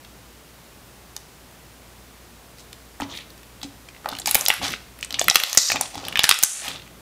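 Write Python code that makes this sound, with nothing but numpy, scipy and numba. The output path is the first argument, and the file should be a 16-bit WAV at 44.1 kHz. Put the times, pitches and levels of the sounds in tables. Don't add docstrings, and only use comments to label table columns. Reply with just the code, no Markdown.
import sys
import numpy as np
from scipy import signal
from scipy.fft import rfft, irfft
from scipy.io import wavfile
from scipy.ndimage import uniform_filter1d
from numba import njit

SR = 44100
rng = np.random.default_rng(int(sys.argv[2]) if len(sys.argv) > 2 else 0)


def field_ratio(decibels):
    return 10 ** (np.asarray(decibels, dtype=float) / 20)


def generate_wav(sig):
    pcm = np.round(np.clip(np.atleast_2d(sig).T, -1, 1) * 32767).astype(np.int16)
    wavfile.write(sys.argv[1], SR, pcm)


N = 309136
TOP_HZ = 15720

# frequency in Hz, level in dB per Hz.
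ROOM_HISS = [(12, -42), (42, -11), (66, -11), (193, -9), (472, -13.5), (1060, -16.5), (1610, -19),
             (16000, -28.5)]
# frequency in Hz, width of its wobble in Hz, level in dB.
MOTOR_HUM = [(58.6, 8.2, -52), (119, 23, -59)]

# start in seconds, level in dB, pocket pitch in Hz, length in ms.
PLAIN_POPS = [(2.7303, -36.5, 4460, 0.3), (3.008, -30.5, 1490, 1.7), (3.887, -37, 2450, 2.5),
              (4.1161, -32.5, 3800, 2.5), (4.1513, -31.5, 2830, 0.99), (4.2176, -32.5, 3900, 1.8),
              (4.2588, -17.5, 5300, 2.1), (4.2814, -21.5, 5360, 1.8), (4.4623, -13.5, 4120, 0.65),
              (4.6807, -23, 4160, 2), (5.0281, -22.5, 3240, 0.84), (5.0472, -28.5, 8000, 1.3),
              (5.1066, -27, 3320, 2.4), (5.1942, -13.5, 6600, 1.7), (5.2992, -7, 4900, 0.47),
              (5.5739, 1, 6150, 2.6), (5.5855, -45, 6070, 1.2), (5.8334, -32, 5940, 1.6),
              (5.857, -33, 3450, 2.5), (5.9462, -35, 4440, 1.4), (6.051, -30, 3600, 2.9),
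              (6.2353, -16, 7350, 2.9), (6.312, -1, 3700, 0.83)]
# start in seconds, level in dB, pocket pitch in Hz, length in ms.
SNAPS = [(1.1651, -29.5, 6830, 0.34), (2.585, -43, 5000, .46), (3.3036, -42.5, 4820, 1.6),
         (3.378, -47, 4530, 1.2), (4.0884, -26, 4180, 3.1), (4.2725, -19.5, 6300, 1.5),
         (4.3277, -37, 1890, 1.1), (4.4103, -20.5, 7400, 2.1), (4.4734, -36, 3230, 1.4),
         (4.4948, -20, 3920, 0.5), (4.9899, -39, 1740, 0.82), (5.2828, -7, 2240, 2),
         (5.3462, -19, 4360, 2.5), (5.3565, -3, 4150, 1.8), (5.3566, -5, 2680, 1.6),
         (5.4005, -20.5, 2840, 1.2), (5.4365, -12.5, 4350, 0.39), (5.498, -28, 4860, 3.1),
         (5.53, -19, 6350, 0.72), (6.0839, -23, 3280, 1.1), (6.5066, -45, 7280, 1.7)]
# start in seconds, level in dB, pocket pitch in Hz, length in ms.
CRACKS = [(3.4321, -46.5, 2800, 2.6), (4.2941, -25, 6240, 1.4), (4.3115, -20, 3930, 3),
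          (4.3453, -23, 4060, 1.2), (4.3527, -11, 2920, 1.7), (4.4545, -32, 7060, .58),
          (4.4836, -11.5, 5000, 0.47), (4.5392, -26.5, 1680, 0.81), (5.243, -26, 4610, .87),
          (5.5493, -24, 1460, 1.7), (6.3885, -33, 4010, 0.37), (6.428, -19.5, 4200, 0.45),
          (6.4601, -47, 2760, 1.1)]
# start in seconds, level in dB, pocket pitch in Hz, length in ms.
CUPPED_POPS = [(.0478, -41.5, 3280, 2.4), (3.0184, -28.5, 3170, 2.7), (3.173, -30.5, 3530, 3.7),
               (3.1878, -37.5, 2360, 2.7), (3.6154, -37, 3730, 2.8), (3.6305, -29, 4040, 3.1),
               (3.9641, -43, 2630, 2.4), (4.1982, -30.5, 7760, 5.9), (4.2887, -25, 4010, 1.8),
               (4.5028, -8.5, 2560, 1.6), (4.6412, -27, 4030, 1.9), (5.1258, -26.5, 4100, 1.1),
               (5.1882, -27, 2250, 7), (5.7006, -17, 2180, 2.7), (5.7183, -15, 2180, 1.8),
               (5.811, -15, 8500, 1.7), (6.1254, -27, 2600, 3.1), (6.1723, -17, 2570, 3.4),
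               (6.1928, -6.5, 3570, 0.63), (6.2522, -27, 4310, 1.5), (6.446, -38, 6720, 1.1),
               (6.6809, -23.5, 3270, 2.5)]
# start in seconds, level in dB, pocket pitch in Hz, length in ms.
SMACKS = [(4.0449, -37, 1400, 2.2), (4.2762, -23.5, 2560, 2.9), (4.6167, -31, 2730, 7.4),
          (4.6304, -30, 4320, 2.9), (5.2137, -18, 3350, 2.2), (5.311, -17.5, 3620, 1.6),
          (5.7588, -20, 2740, 4), (5.9787, -31.5, 4300, 2.1), (6.0402, -37, 3100, 6.8),
          (6.0679, -35, 4380, 2.2), (6.686, -44, 2700, 1)]
# start in seconds, level in dB, pocket pitch
# in Hz, length in ms.
PLOPS = [
    (3.0013, -30, 1570, 0.61),
    (3.0213, -37, 1390, 6.1),
    (4.059, -24.5, 1400, 0.23),
    (4.1269, -33, 1430, 3.5),
    (4.3633, -39, 3140, 3.1),
    (5.9545, -35, 3140, .92),
]
# start in seconds, level in dB, pocket pitch in Hz, length in ms.
SOFT_POPS = [(1.1652, -34.5, 3800, 1.5), (3.112, -45, 3300, 3), (3.137, -44, 2400, 3),
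             (3.151, -40, 3600, 4), (3.208, -40, 3400, 2), (3.218, -42, 2300, 4.4), (3.948, -43, 2620, 2),
             (4.1005, -37, 3960, 2), (4.133, -34, 3770, 1.8), (4.168, -36, 3200, 3),
             (4.347, -16.5, 4460, .8), (4.4857, -20, 5970, 0.79), (4.526, -27, 2700, 1.5),
             (4.668, -34, 5200, 3), (4.722, -33, 2300, 2.7), (4.69, -33, 1700, 3),
             (4.7376, -21.5, 1920, 1.8), (4.7495, -40, 3200, 2.3), (5.005, -43, 2400, 1.5),
             (5.0102, -37, 7550, 1.1), (5.1425, -20.5, 3400, 2.4), (5.155, -52, 7000, 1),
             (5.222, -25.5, 7500, 1), (5.7685, -24.5, 2700, 1.5), (6.1568, -14, 2500, 3.2),
             (6.2045, -32, 4500, 2), (6.304, -22, 4530, 2), (6.7151, -34, 3550, 2), (6.76, -35, 3860, 2.2),
             (6.771, -48, 3900, 2), (6.7969, -40, 2900, 2), (6.82, -41, 2970, 2.6), (6.8642, -48, 2590, 2)]
# start in seconds, level in dB, pocket pitch in Hz, length in ms.
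DRY_SNAPS = [
    (4.1871, -29, 3780, 1.9),
    (6.205, -50, 7000, 1.2),
    (6.241, -10.5, 1820, 1.6),
    (6.2412, -10.5, 4100, 1.5),
    (6.2916, -7, 3660, 3.8),
    (6.343, -23, 5510, 1.2),
    (6.435, -5, 7000, 2.7),
    (6.877, -45, 2900, 0.91),
]
# its table, rasp in dB, snap in dB, hollow in dB.
KINDS = [
    (PLAIN_POPS, -11.5, -37, -37),
    (SNAPS, -12, -4.5, -36),
    (DRY_SNAPS, -8.5, -31, -51),
    (CRACKS, -6, 1.5, -13),
    (CUPPED_POPS, -16, -12, -20.5),
    (SMACKS, -22, -23, -7),
    (PLOPS, -29, -28, -2),
    (SOFT_POPS, -48, -32, -29),
]

# frequency in Hz, width in Hz, level in dB.
HOLLOW = [(820, 200, 15), (1100, 150, -82), (500, 250, -6)]
# start in seconds, peak in dB, length in ms.
FILMS = [(1.164, -41, 0.44), (2.7286, -26, 0.5), (3.0003, -24, 0.5), (3.6297, -25, 0.5),
         (4.0904, -18.5, 0.59), (4.1502, -33, 0.5), (4.1641, -27, 0.5), (4.1865, -17, 0.63),
         (4.1971, -23, 0.5), (4.2579, -15, 0.5), (4.2729, -6, 0.5), (4.3108, -3, 0.5), (4.3458, 4.5, 0.78),
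         (4.3526, 3.5, 0.89), (4.4101, -15.5, 0.45), (4.453, -4.5, 0.5), (4.483, -7, 0.71),
         (4.5382, -12, 0.5), (4.6266, -21, 0.5), (4.7199, -22, 0.5), (4.9883, -28, 0.5), (5.009, -30, 0.5),
         (5.0285, -22, 0.55), (5.047, -29, 0.5), (5.107, -25, 0.5), (5.1255, -23, 0.5), (5.192, -27, 0.5),
         (5.2137, -14, 0.5), (5.2422, -24, 0.46), (5.2821, -1.5, 0.6), (5.3554, -31, 0.5),
         (5.3545, -16, 0.46), (5.3993, -19, 0.5), (5.4354, -6, 0.63), (5.4971, -21, 0.5), (5.529, -15, 0.5),
         (5.548, -18, 0.5), (5.5754, -1, 0.5), (5.7171, -8, 0.5), (5.757, -21, 0.5), (5.8104, -16, 0.36),
         (5.9546, -24, 0.5), (6.051, -25, 0.5), (6.0678, -33, 0.5), (6.0836, -16, 0.55), (6.1242, -34, 0.5),
         (6.1556, -24, 0.5), (6.1917, -10, 0.5), (6.243, -11, 0.5), (6.2409, -1.5, 0.59),
         (6.2915, 11, 0.48), (6.3097, -13, 0.44), (6.3417, -14, 0.5), (6.3883, -4.5, 0.5),
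         (6.427, 2.5, 0.57), (6.437, 3, 0.6), (6.435, 4, 0.66), (6.685, -15, 0.5)]
# start in seconds, peak in dB, hollow pitch in Hz.
GULPS = [(1.165, -37.5, 818), (3.001, -18, 807), (3.021, -19, 900), (3.632, -32, 800), (4.058, -18, 842),
         (4.07, -27, 840), (4.11, -32, 786), (4.127, -24.5, 821), (4.186, -43, 708), (4.2, -33.5, 740),
         (4.258, -31, 790), (4.276, -14, 850), (4.311, -25.5, 816), (4.352, -15.5, 860), (4.432, -40, 902),
         (4.483, -23, 685), (4.501, -15.5, 845), (4.615, -25, 830), (4.63, -22, 750), (5.175, -35, 797),
         (5.214, -13, 678), (5.282, -29, 810), (5.31, -23, 810), (5.356, -23, 830), (5.436, -34, 800),
         (5.529, -35, 638), (5.572, -24.5, 554), (5.701, -22.5, 799), (5.717, -20, 720), (5.744, -26, 813),
         (5.759, -20, 830), (5.81, -16, 784), (5.942, -32.5, 721), (5.954, -30, 850), (5.978, -27.5, 870),
         (6.033, -35, 560), (6.033, -30, 760), (6.067, -26, 786), (6.156, -32, 890), (6.192, -17, 802),
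         (6.239, -31, 910), (6.291, -15.5, 896), (6.31, -22, 970), (6.435, -35, 990), (6.435, -31, 1000),
         (6.621, -38, 696)]

# start in seconds, end in seconds, bubble pitch in Hz, early level in dB, late level in dB.
CRUSH = [(2.57, 2.63, 4760, -37, -48), (3.0, 3.05, 2700, -29, -33.5), (3.13, 3.22, 8600, -36, -54),
         (4.09, 4.24, 3330, -34, -62), (4.615, 4.7, 3000, -16.5, -28.5), (4.62, 4.75, 9000, -30.5, -39),
         (4.7, 4.8, 2980, -19, -60), (5.72, 5.88, 2650, -30.5, -47), (5.86, 6.03, 3440, -41.5, -30),
         (6.03, 6.15, 3400, -32, -37), (6.62, 6.73, 7900, -32, -44), (6.62, 6.8, 2750, -26, -39)]
# start in seconds, end in seconds, bubble pitch in Hz, early level in dB, late level in dB.
RUSTLE = [
    (3.085, 3.23, 3500, -32.5, -41),
    (3.12, 3.23, 2250, -34.5, -47),
    (3.085, 3.15, 5900, -35, -48),
]
# start in seconds, end in seconds, early level in dB, late level in dB.
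SQUISH = [
    (3.02, 3.15, -38, -41),
    (4.05, 4.25, -30, -70),
    (4.36, 4.6, -32, -58),
    (4.61, 4.71, -22, -39),
    (5.09, 5.25, -38, -54),
    (5.35, 5.57, -34, -43),
    (5.7, 5.88, -29.5, -38.5),
    (5.93, 6.3, -38, -33.5),
    (6.3, 6.62, -60, -42),
    (6.62, 6.78, -31, -45),
]
# start in seconds, end in seconds, early level in dB, late level in dB.
LEANS = [
    (3.0, 3.5, -42, -63),
    (4.0, 4.45, -44.5, -42),
    (4.57, 4.67, -35, -33),
    (4.67, 4.76, -27, -41),
    (5.13, 5.3, -52, -30.5),
    (5.7, 5.86, -34.5, -44),
    (5.93, 6.28, -38, -42),
    (6.64, 7.0, -44.5, -45),
]
# start in seconds, end in seconds, jet pitch in Hz, early level in dB, late level in dB.
LEAKS = [(3.632, 3.67, 4180, -30.5, -55), (3.887, 3.91, 2770, -45, -60), (4.26, 4.35, 2490, -32, -32),
         (4.355, 4.46, 1920, -26.5, -40), (4.3, 4.6, 5460, -30, -40), (4.505, 4.6, 2080, -23.5, -35),
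         (5.03, 5.07, 4300, -34, -57), (5.195, 5.3, 3840, -28, -44), (5.3, 5.36, 3550, -34, -31),
         (5.36, 5.57, 3770, -25, -30.5), (5.575, 5.7, 2060, -39, -30), (5.812, 5.89, 5270, -27.5, -43),
         (6.16, 6.24, 2940, -29, -25), (6.243, 6.31, 2410, -23.5, -26), (6.315, 6.43, 3230, -42, -26),
         (6.44, 6.63, 2660, -41.5, -31), (6.295, 6.45, 1450, -34, -56)]
# start in seconds, end in seconds, jet pitch in Hz, early level in dB, late level in dB.
SLITS = [(4.26, 4.35, 10600, -28.5, -38), (4.355, 4.46, 11300, -24, -37), (4.486, 4.6, 10800, -31, -50),
         (5.143, 5.19, 3360, -25.5, -46), (5.03, 5.06, 3300, -35, -42), (5.29, 5.57, 11100, -38, -36),
         (5.2, 5.28, 11500, -38, -49), (5.575, 5.74, 5290, -16, -18.5), (5.74, 5.8, 5330, -30, -52),
         (6.243, 6.36, 8700, -28, -60), (6.36, 6.435, 9500, -48, -31), (6.44, 6.63, 7800, -24, -30.5),
         (6.63, 6.76, 7860, -35, -46)]
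# start in seconds, end in seconds, jet pitch in Hz, early level in dB,
# late level in dB.
WHISTLES = [
    (5.575, 5.74, 8870, -31, -34),
    (5.575, 5.74, 12000, -32, -44),
    (5.575, 5.74, 14500, -44, -46),
    (6.243, 6.29, 1550, -31, -28),
    (4.755, 4.79, 1560, -40, -48),
    (6.16, 6.24, 2900, -31, -30),
    (6.316, 6.36, 1540, -26, -37),
    (6.7, 6.78, 3530, -36, -43),
]
# start in seconds, end in seconds, early level in dB, late
# level in dB.
LOW_THUMPS = [
    (4.353, 4.36, -9.5, -20),
    (5.283, 5.29, -40, -42),
    (5.357, 5.366, -35, -26),
    (5.574, 5.582, -19, -36),
    (6.313, 6.32, -32, -31),
    (6.436, 6.443, -30, -35),
]

# start in seconds, peak in dB.
KNOCKS = [(3.005, -36), (3.022, -30.5), (3.634, -43.5), (3.648, -37), (4.123, -40), (4.276, -49),
          (4.632, -36), (5.129, -44.5), (5.746, -38), (5.974, -40), (6.679, -44)]
# frequency in Hz, level in dB, time to fall 60 dB in seconds.
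TABLE_TONES = [(278.6, 3.5, 0.24), (250, -0.5, 0.11), (221, -31, 0.054), (526, -4, 0.02), (102, -8, 0.38)]


def unit(x):
    return x / np.sqrt(np.mean(x ** 2))


@njit
def svf(x, hz, width):
    y, b, l = np.empty(len(x)), 0., 0.
    for i in range(len(x)):
        g, k = np.tan(np.pi * hz[i] / SR), width[i] / hz[i]
        v = (b + g * (x[i] - l)) / (1 + g * (g + k))
        b, l, y[i] = 2 * v - b, l + 2 * g * v, k * v
    return y


def ring(x, hz, width):
    one = np.ones(len(x))
    return svf(x, np.clip(hz * one, 20, .45 * SR), width * one)


def band(x, lo_hz, hi_hz, order=3):
    sos = signal.butter(order, [lo_hz, min(hi_hz, .45 * SR)], "band", fs=SR, output="sos")
    return signal.sosfilt(sos, x)


def walk(rate):
    hold = int(SR / rate)
    steps = np.repeat(rng.standard_normal(N // hold + 1), hold)
    return unit(uniform_filter1d(steps, hold)[:N])


def room():
    hz, db = np.transpose(ROOM_HISS)
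    f = np.maximum(np.arange(N // 2 + 1) * SR / N, 1)
    colour = field_ratio(np.interp(np.log(f), np.log(hz), db))
    hiss = irfft(rfft(rng.standard_normal(N)) * colour, N)
    t = np.arange(N) / SR
    hum = 0
    for hz, width, db in MOTOR_HUM:
        wobble = unit(ring(rng.standard_normal(N), hz, width))
        tone = np.sin(2 * np.pi * hz * t) + 0.2 * wobble
        hum = hum + field_ratio(db + 1.3 * walk(2.5)) * tone
    return field_ratio(-48) * unit(hiss) + hum


def hollow(x):
    return sum(field_ratio(db) * ring(x, hz, width) for hz, width, db in HOLLOW)


def pops():
    size = 2048
    out = np.zeros(N + 4096)
    t_ms = np.arange(size) / SR * 1000
    spike = t_ms == 0
    first = slice(0, size // 16)
    chance = rng.standard_normal((2, N + size))
    bursts = [(*row, *colour) for rows, *colour in KINDS for row in rows]
    for s, db, hz, ms, rasp_db, snap_db, hollow_db in bursts:
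        at = int(s * SR)
        tear, puff = chance[:, at:at + size]
        length_ms = max(ms, .25)
        fade = np.exp(-t_ms / (.85 * length_ms)) + .12 * np.exp(-t_ms / 4.5)
        burst = tear * fade + 4.2 * spike
        opening_hz = hz * (1 - 0.3 * np.exp(-t_ms / 0.2))
        note = np.sin(2 * np.pi * np.cumsum(opening_hz) / SR) * np.exp(-t_ms / (0.52 * length_ms))
        pocket = ring(ring(burst, opening_hz, 0.65 * hz), opening_hz, 0.65 * hz)
        pocket = pocket + 0.18 * note + field_ratio(rasp_db) * band(burst, 1040, 7200)
        snap = band(burst * np.exp(-t_ms / 1.0), 4300, 14500)
        low = hollow(1.6 * puff * fade - 1.26 * spike)
        for layer, rel_db in ((pocket, 0), (snap, snap_db), (low, hollow_db)):
            out[at:at + size] += field_ratio(db + rel_db) * layer / np.sqrt(np.mean(layer[first] ** 2))
    return out[:N]


def films():
    level = np.zeros(N + SR)
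    t_ms = np.arange(SR // 40) / SR * 1000
    for s, db, ms in FILMS:
        at = int((s + .0007) * SR)
        level[at:at + len(t_ms)] += field_ratio(db - 6) * np.exp(-t_ms / max(ms, .15))
    return level[:N] * unit(band(rng.standard_normal(N), 7000, 15600))


def gulps():
    width_hz = 156
    out = np.zeros(N + SR)
    t = np.arange(SR // 20) / SR
    for s, db, hz in GULPS:
        at = int(s * SR)
        fade = np.exp(-np.pi * width_hz * t) * np.minimum(t / 0.0011, 1)
        shape = np.sin(2 * np.pi * hz * t) * fade
        out[at:at + len(t)] += field_ratio(db - 0.5) * shape / shape.max()
    return out[:N]


def foam(density, scatter_db, smear_ms):
    sizes = (rng.random(N) < density / SR) * field_ratio(scatter_db * rng.exponential(size=N))
    keep = np.exp(-1000 / (smear_ms * SR))
    flicker = unit(signal.lfilter([1], [1, -keep], sizes))
    return unit(rng.standard_normal(N) * (.5 + flicker))


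def gusts(table, grain, rise_s, fall_s, order):
    out = np.zeros(N)
    for start, end, lo_hz, hi_hz, early_db, late_db in table:
        grain = np.roll(grain, SR // 3)
        a, b = int(start * SR), min(int((end + fall_s) * SR), N)
        t = np.arange(a, b) / SR
        db = early_db + (late_db - early_db) * ((t - start) / (end - start) - .2) / 0.94
        rise = np.clip((t - start) / rise_s, 0, 1)
        fall = np.clip((end + fall_s - t) / (2 * fall_s), 0, 1)
        noise = ring(grain[a:b], np.sqrt(lo_hz * hi_hz), 0.93 * (hi_hz - lo_hz))
        out[a:b] += field_ratio(db) * rise * fall * unit(band(noise, lo_hz, hi_hz, order=order))
    return out


def around(rows, spread):
    return [(start, end, hz / spread, min(hz * spread, TOP_HZ), *db) for start, end, hz, *db in rows]


def within(rows, edges_hz):
    return [(start, end, *edges_hz, *db) for start, end, *db in rows]


def squeeze():
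    bubbles = around(CRUSH, 2.07) + around(RUSTLE, 1.25) + within(SQUISH, (500, 1400))
    jets = around(LEAKS, 2.09) + around(SLITS, 1.43) + around(WHISTLES, 1.11)
    crackle = foam(density=600., scatter_db=1.6, smear_ms=1.6)
    fine_hiss = foam(density=1500., scatter_db=1.5, smear_ms=1.5)
    rubbing = foam(density=57.0, scatter_db=6.0, smear_ms=20.0)
    crush = gusts(bubbles, crackle, rise_s=.035, fall_s=.025, order=2)
    leaks = gusts(jets, fine_hiss, rise_s=.001, fall_s=.005, order=6)
    rumble = gusts(within(LEANS, (67, 430)), rubbing, rise_s=0.044, fall_s=0.0086, order=2)
    air = rng.standard_normal(N)
    low_thumps = gusts(within(LOW_THUMPS, (30, 470)), air, rise_s=0.0028, fall_s=0.0036, order=1)
    return crush + leaks + rumble + low_thumps


def knocks():
    t = np.arange(SR // 4) / SR
    top = sum(field_ratio(db) * np.sin(2 * np.pi * hz * t) * field_ratio(-60 * t / t60) for hz, db, t60 in TABLE_TONES)
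    blows = np.zeros(N)
    for s, db in KNOCKS:
        blows[int(s * SR)] = field_ratio(db)
    push = np.hanning(int(0.00046 * SR))
    return signal.fftconvolve(blows, np.convolve(top, push / push.sum()))[:N]


def bounce(x):
    echo_ms, echo_db = 1.55, -6
    lag = echo_ms * (1 + 0.096 * walk(30)) * SR / 1000
    now = np.arange(N)
    return x + field_ratio(echo_db + 1.3 * walk(40)) * np.interp(now - lag, now, x)


def space(x):
    wall_ms, wall_db = 11.6, -14
    tail_db, tail_t60_s = -15.5, 0.56
    t = np.arange(SR // 3) / SR
    tail = rng.standard_normal(len(t)) * field_ratio(-60 * t / tail_t60_s) * np.minimum(t / 0.003, 1)
    tail = band(tail, 180, 10600)
    response = field_ratio(tail_db) * tail / np.sqrt(np.sum(tail ** 2))
    response[0] = 1
    wall = int(wall_ms * SR / 1000)
    response[wall:wall + 3] += field_ratio(wall_db) * np.array([.25, .5, .25])
    return signal.fftconvolve(x, response)[:N]


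def ducking(x):
    from_db, slope, recover_db_per_s = -13, 2.3, 50
    ramp_db = recover_db_per_s * np.arange(N) / SR
    loud_db = 10 * np.log10(np.maximum(uniform_filter1d(x ** 2, size=128), 1e-12))
    held_db = np.maximum.accumulate(loud_db + ramp_db) - ramp_db
    excess_db = np.maximum(held_db - from_db, 0)
    return field_ratio(-slope * uniform_filter1d(excess_db, size=512))


def scene():
    air = room()
    slime = bounce(pops() + films()) + gulps() + field_ratio(-7.5) * squeeze()
    near = space(slime) + knocks()
    gain = ducking(near)
    bass = signal.lfilter(*signal.butter(1, 750, fs=SR), air)
    treble = air - bass
    return (near + gain * bass + gain ** 0.063 * treble)[None]


def low_pass(x):
    return signal.sosfilt(signal.butter(12, 16440, fs=SR, output="sos"), x)


def record(dry):
    thump = band(np.minimum(dry ** 2, 1.5), 76, 1100, order=1)
    x = dry + 0.04 * thump
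    hz = np.arange(N // 2 + 1) * SR / N
    top_cut = np.clip((TOP_HZ + 150 - hz) / 300, 0, 1) ** 2
    x = irfft(rfft(x) * top_cut, N)
    return low_pass(np.clip(x, -1, 1))


dry = scene()
out = record(dry)
generate_wav(out)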